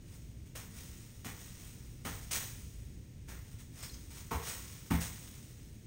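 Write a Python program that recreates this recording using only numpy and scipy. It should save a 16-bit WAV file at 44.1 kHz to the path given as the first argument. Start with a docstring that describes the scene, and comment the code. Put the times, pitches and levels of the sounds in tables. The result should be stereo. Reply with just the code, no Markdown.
"""A plastic broom sweeps a tiled hallway in the next room, over the low rumble of the house.
House: filtered noise whose rumble slowly swells and sinks. Feet: short dull tones from the floor.
Broom: dense random clicks, filtered into hiss and scrape, with a few raspy whistles for squeaks.
Knocks: fading tones of the plastic head, woodwork and floor; the last one has a low thump.
The hallway adds echoes after each stroke."""
import sys
import numpy as np
from scipy import signal
from scipy.fft import rfft, irfft, next_fast_len
from scipy.io import wavfile
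from scipy.ndimage import uniform_filter1d

SR = 44100
rng = np.random.default_rng(int(sys.argv[2]) if len(sys.argv) > 2 else 0)


def wrap_up_sound(samples):
    """Save the sound to the file named by the first command line argument, as 16-bit audio."""
    columns = np.atleast_2d(samples).T
    # keep every value between -1 and 1, then stretch to whole-number steps
    tamed = np.clip(columns, -1, 1)
    steps = np.round(tamed * 32767).astype(np.int16)
    wavfile.write(sys.argv[1], SR, steps)


N = 258602
TIME = np.arange(N) / SR
TOP_HZ = 15700  # upper limit of the sound


def undb(db):
    """Turn decibels into a plain gain."""
    return 10 ** (np.asarray(db) / 20)


def unit(x):
    """Scale to an rms (average strength) of 1."""
    return x / np.sqrt(np.mean(x ** 2))


def along(points, hz):
    """Read a value between (f/Hz, value) points, spacing pitch by ratio as the ear does."""
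    f, value = np.transpose(points)
    return np.interp(np.log(np.maximum(hz, 1)), np.log(f), value)


def shape(x, response):
    """Filter a signal by a response given as a function of frequency."""
    size = next_fast_len(N + SR)
    hz = np.arange(size // 2 + 1) * SR / size
    return irfft(rfft(x, size) * response(hz), size)[:N]


def colour(x, points):
    """Give a signal a (f/Hz, level/dB) spectrum, keeping the power of white noise."""
    return shape(x, lambda hz: unit(undb(along(points, hz))))


def walk(rate):
    """Smooth random wander with an rms of 1; a higher rate (steps per second) wanders faster."""
    size = int(SR / rate)
    steps = np.repeat(rng.standard_normal(N // size + 1), size)[:N]
    smoothed = uniform_filter1d(uniform_filter1d(steps, size), size)
    return unit(smoothed)


def fade(t, t60):
    """Start at t = 0 and die away exponentially, falling 60 dB in t60 seconds."""
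    return (t >= 0) * np.exp(-np.log(1000) * np.maximum(t, 0) / t60)


def ring(modes, t):
    """An object struck at t = 0 rings in several fading tones of alternating sign, for one second at most."""
    out = np.zeros(len(t))
    live = (t >= 0) & (t < 1)
    for k, (hz, db, t60) in enumerate(modes):
        tone = np.sin(2 * np.pi * hz * t[live]) * fade(t[live], t60)
        out[live] += (-1) ** k * undb(db) * tone
    return out


def flicks(per_s, spread_db):
    """Many small slips make dense random clicks; a larger spread lets a few stand out."""
    size = undb(spread_db * np.minimum(rng.exponential(size=N), 4))
    hits = rng.random(N) < per_s / SR
    return unit(hits * size * rng.standard_normal(N))


# spectrum of the rumble and faint hiss of the house: f/Hz, level/dB (per Hz, relative)
HOUSE_SPECTRUM = [(20, -16), (35, -8), (55, .5), (80, -3.5), (115, -2), (160, -9), (220, -11.5), (320, -18),
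                  (480, -25), (700, -35), (1200, -42), (1800, -35.5), (4500, -42), (7000, -37),
                  (12000, -49), (15500, -45)]
HOUSE_DB = -50  # level of the noise before its low part is changed
RUMBLE_DB, RUMBLE_WANDER_DB = -50, -1.56  # level of the low part, and its wander (rms; sign flips it)


def house():
    """Noise gives a low rumble that slowly swells and sinks, under a steady faint hiss."""
    noise = undb(HOUSE_DB) * colour(rng.standard_normal(N), HOUSE_SPECTRUM)
    low = shape(noise, lambda hz: 1 / (1 + (hz / 160) ** 4))
    wander_db = RUMBLE_WANDER_DB * walk(rate=1.18)
    return noise - low + low * undb(RUMBLE_DB - HOUSE_DB + wander_db)


# hallway decay: f/Hz, time to fall 60 dB t60/s
HALL_DECAY = [(200, 0.48), (1400, 0.51), (4000, 0.4), (12000, 0.44)]


def hallway(x, linger_db=-10, linger_t60=1.37):
    """Echoes alone: dense ones from tiles and walls, then a faint bright tail that lingers."""
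    edges = np.geomspace(80, 20480, 9)
    t = TIME[:2 * SR]
    noise, late = rng.standard_normal((2, len(t)))
    echo = np.zeros(len(t))
    for lo, hi in zip(edges, edges[1:]):
        band_filter = signal.butter(2, [lo, hi], "band", fs=SR, output="sos")
        band = signal.sosfilt(band_filter, noise)
        echo += band * fade(t - .004, along(HALL_DECAY, np.sqrt(lo * hi)))
    bright_filter = signal.butter(1, 2600, "high", fs=SR, output="sos")
    tail = signal.sosfilt(bright_filter, late) * fade(t - .03, linger_t60)
    response = echo / np.linalg.norm(echo) + undb(linger_db) * tail / np.linalg.norm(tail)
    return signal.fftconvolve(x, response)[:N]


# stockinged feet on the floor: t/s, level/dB (before mixing)
FOOTFALL_TIMES = [(.59, -37), (3.542, -35), (5.151, -41)]


def footfalls(pitch_hz=100, t60=0.093):
    """A padded heel gives the floor one short, dull push, heard as a fading low tone."""
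    return sum(ring([(pitch_hz, db, t60)], TIME - start) for start, db in FOOTFALL_TIMES)


# tones of the hollow plastic head: f/Hz, level/dB (relative), time to fall 60 dB t60/s
HEAD_TONES = [(393, -6, 0.089), (458, -5.5, 0.18), (681, -10.5, 0.66), (732, -3.5, 0.13), (794, -1, 0.13),
              (895, -1, 0.1), (1002, 4.5, 0.039), (1115, 3.5, 0.046), (1163, -5.5, 0.11),
              (1253, -1.5, 0.099), (1330, -4, 0.15), (1650, -11, .07), (1980, -13, .07), (2220, -10, 0.054)]
# tones of the woodwork: f/Hz, level/dB (relative), time to fall 60 dB t60/s
WOOD_TONES = [(71.3, -18.5, 1), (111, -5.5, 0.44), (148, -23, 0.26), (165.9, -5.5, 0.47), (216.4, -1, 0.14),
              (250.3, -3.5, 0.11), (280.3, -5.5, 0.2), (346, -9, 0.073)]
# knocks of the broom head: t/s, clack level/dB, contact brightness f/Hz, wood thud level/dB,
# floor boom level/dB, boom lag t/s (levels before mixing)
KNOCK_TIMES = [(1.251, -50, 2570, -44.5, -58, 0.032), (2.05, -40.5, 2830, -43, -45, 0.043),
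               (4.309, -28.5, 1800, -39.5, -31, 0.0384), (4.906, -33, 3500, -25.5, -24.5, 0.0303)]
FLOOR_HZ, FLOOR_T60_S = 70.5, 0.25


def knocks(rattle_db=1, rattle_t60=0.079, rebound_s=0.0241, rebound_db=-5):
    """The head clacks and rattles on its handle; the woodwork thuds and the floor booms a moment later."""
    clacks, lows = np.zeros(N), np.zeros(N)
    head = ring(HEAD_TONES, TIME[:SR]) / np.linalg.norm(undb([db for _, db, _ in HEAD_TONES]))
    for start, clack_db, bright_hz, thud_db, boom_db, lag in KNOCK_TIMES:
        t = TIME - start
        rattle = flicks(per_s=640, spread_db=5.0) * fade(t, rattle_t60)
        blow = undb(rattle_db) * rattle / np.linalg.norm(rattle)
        blow[int(start * SR)] += .5
        # a softer contact leaves the upper tones quiet
        softener = signal.butter(2, min(bright_hz, TOP_HZ), fs=SR, output="sos")
        blow = signal.sosfilt(softener, blow)
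        clacks += undb(clack_db) * signal.fftconvolve(blow, head)[:N]
        # the head springs back and pushes the wood a second time
        for push, db in ((t, thud_db), (t - rebound_s, thud_db + rebound_db)):
            lows += undb(db) * ring(WOOD_TONES, push) * np.clip(push / 0.0034, 0, 1)
        boom = ring([(FLOOR_HZ, boom_db, FLOOR_T60_S)], t - lag)
        lows += boom * np.clip((t - lag) / 0.0104, 0, 1)
    return clacks, lows


# bristles squeaking on the tiles: centre t/s, pitch f/Hz, level/dB (before mixing),
# length t/s (to fall to about a third on either side)
SQUEAK_TIMES = [(3.833, 7900, -43, 0.0065), (3.842, 5100, -49.5, 0.027), (3.899, 4300, -47.5, 0.0038),
                (3.943, 5030, -55, 0.022), (3.944, 6400, -51, .006)]


def squeaks():
    """A few stiff bristles stick and slip together: brief whistles, raspy from a jittering pitch."""
    out = np.zeros(N)
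    for centre, hz, db, length in SQUEAK_TIMES:
        pitch = hz * (1 + .06 * walk(rate=2500))
        whistle = np.sin(2 * np.pi * np.cumsum(pitch) / SR)
        out += undb(db) * np.exp(-np.abs(TIME - centre) / length) * whistle
    return out


def contact(start, rise, hold, t60):
    """Pressure of bristles on the floor: it builds, holds and lets go."""
    t = TIME - start
    return np.clip(t / rise, 0, 1) * fade(np.maximum(t - rise - hold, 0), t60)


# the broom is set down and its bristles splay: t/s, hiss level/dB, scrape level/dB (relative to the hiss)
LANDING_TIMES = [(.549, -48, -2), (1.243, -47.5, 1.5), (2.046, -46, 3), (2.308, -35.5, -9), (3.273, -53, 1),
                 (4.306, -47.5, 6), (4.902, -47.5, 8)]
LAND_SHORTEST_RISE_S, LAND_HOLD_S, LAND_T60_S = .005, .02, 0.37
# below the reference hiss level, each further drop of this size doubles the rise time
LAND_REF_DB, LAND_SLOWER_DB = -45, 4
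# it is pulled over the tiles, then trails off lightly: peak t/s, swell t/s, hiss level/dB, trailing level/dB
DRAG_TIMES = [(.14, 0.17, -62.5, -65.5), (.785, 0.1, -54, -54.5), (1.385, 0.05, -56.5, -55.5),
              (1.63, 0.15, -60, -59), (2.125, 0.026, -52.5, -55), (2.341, .012, -35.5, -57),
              (2.425, 0.025, -48.5, -71), (3.52, 0.31, -64, -66), (3.81, 0.097, -52.5, -56.5),
              (4.18, 0.095, -52.5, -57.5), (4.485, .078, -40.5, -49), (5.017, 0.021, -41.5, -50.5)]
DRAG_HOLD_S, DRAG_T60_S, DRAG_SCRAPE_DB = 0.015, 0.29, -6.5
TRAIL_T60_S, TRAIL_SCRAPE_DB = 2.53, -9
# a single tuft catches and springs free: t/s, rise t/s, hiss level/dB
SNAG_TIMES = [(.45, 0.016, -64.5), (2.217, 0.013, -57.5), (3.577, 0.022, -55), (3.825, .004, -46),
              (3.93, .008, -57), (4.098, 0.013, -55.5)]
SNAG_HOLD_S, SNAG_T60_S, SNAG_SCRAPE_DB = 0.007, 0.19, -6


def touches():
    """Every touch of the bristles, as (pressure, hiss dB, scrape dB relative to the hiss)."""
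    for start, db, scrape_db in LANDING_TIMES:
        # a gentler landing builds up more slowly
        rise = LAND_SHORTEST_RISE_S * 2 ** (max(LAND_REF_DB - db, 0) / LAND_SLOWER_DB)
        yield contact(start, rise, LAND_HOLD_S, LAND_T60_S), db, scrape_db
    for peak, swell, db, trail_db in DRAG_TIMES:
        start = peak - swell
        yield contact(start, swell, DRAG_HOLD_S, DRAG_T60_S), db, DRAG_SCRAPE_DB
        yield contact(start, swell, DRAG_HOLD_S, TRAIL_T60_S), trail_db, TRAIL_SCRAPE_DB
    for start, rise, db in SNAG_TIMES:
        yield contact(start, rise, SNAG_HOLD_S, SNAG_T60_S), db, SNAG_SCRAPE_DB


# spectrum of the light bristle tips: f/Hz, level/dB (per Hz, relative)
HISS_SPECTRUM = [(1000, -26), (2500, -3), (3800, -3), (4500, -6), (5300, -0.5), (7000, 0.5), (8600, 0),
                 (10200, -0.5), (11500, -8), (13200, -5), (14500, -8), (15600, -2)]
# spectrum of the bent bristles: f/Hz, level/dB (per Hz, relative)
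SCRAPE_SPECTRUM = [(100, 1), (250, 0.5), (420, 1.5), (580, 4), (800, 1), (1300, 5.5), (2000, 4), (3200, -4),
                   (4800, -11), (9000, -8)]


def bristles():
    """The broom lands, drags and trails off: light tips slip with a hiss, bent bristles with a lower scrape."""
    hiss_power, scrape_power = np.zeros(N), np.zeros(N)
    for pressure, db, scrape_db in touches():
        hiss_power += (pressure * undb(db)) ** 2
        scrape_power += (pressure * undb(db + scrape_db)) ** 2
    # tufts catch and release together, so the rubbing is uneven
    tufts = undb(0.83 * walk(rate=120))
    tips = flicks(per_s=7000, spread_db=0.0)
    stems = flicks(per_s=4000, spread_db=2.5)
    hiss = colour(tips * tufts * np.sqrt(hiss_power), HISS_SPECTRUM)
    scrape = colour(stems * tufts * np.sqrt(scrape_power), SCRAPE_SPECTRUM)
    return hiss + scrape


# lead of the left microphone port over the right: f/Hz, phase/rad
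PHASE_LEAD = [(6850, 0), (7420, 3.1), (8000, 6.3), (8950, 6.3), (9700, 5.2), (10450, 3.25), (11750, 3.05),
              (12400, 2.1), (13200, 0)]
# how alike the two ports sound: f/Hz, likeness (0 to 1)
LIKENESS = [(30, .995), (100, .96), (280, .87), (600, .55), (950, .55), (1300, .3), (1680, 0), (2000, .82),
            (2400, .97), (3400, .998)]
# left level minus right level: f/Hz, level/dB
BALANCE = [(250, 0), (600, -1), (1100, -1.5), (1450, -4.5), (2100, 0)]


def ports(sound, diffuse):
    """Two close microphone ports: diffuse sound makes them differ; the phone's body shifts level and phase."""
    mid = shape(sound, lambda hz: np.sqrt((1 + np.clip(along(LIKENESS, hz), 0, 1)) / 2))
    side = shape(diffuse, lambda hz: np.sqrt((1 - np.clip(along(LIKENESS, hz), 0, 1)) / 2))

    def port(sign):
        """One port: +1 is left, -1 is right, each given half of the level and phase difference."""
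        def body(hz):
            gain = undb(sign * along(BALANCE, hz) / 2)
            return gain * np.exp(sign * 1j * along(PHASE_LEAD, hz) / 2)
        return shape(mid + sign * side, body)

    return np.array([port(1), port(-1)])


def scene(broom_wet_db=-3, clack_wet_db=2, low_wet_db=-7):
    """Broom, knocks and feet, with hallway echoes of broom and knocks, over the rumble of the house."""
    clacks, lows = knocks()
    broom = bristles() + squeaks()
    direct = broom + clacks + lows + footfalls()
    echo_feed = undb(broom_wet_db) * broom + undb(clack_wet_db) * clacks + undb(low_wet_db) * lows
    sound = undb(0.5) * (direct + hallway(echo_feed)) + house()
    # reflections that arrive from the sides reach the two ports differently
    diffuse = hallway(undb(4) * (broom + clacks) + lows) + house()
    return ports(sound, diffuse)


def record(dry):
    """The phone cuts the top: a steep low-pass filter removes the highest treble."""
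    low_pass = signal.ellip(10, .2, 80, TOP_HZ, fs=SR, output="sos")
    return signal.sosfilt(low_pass, dry)


dry = scene()
out = record(dry)
wrap_up_sound(out)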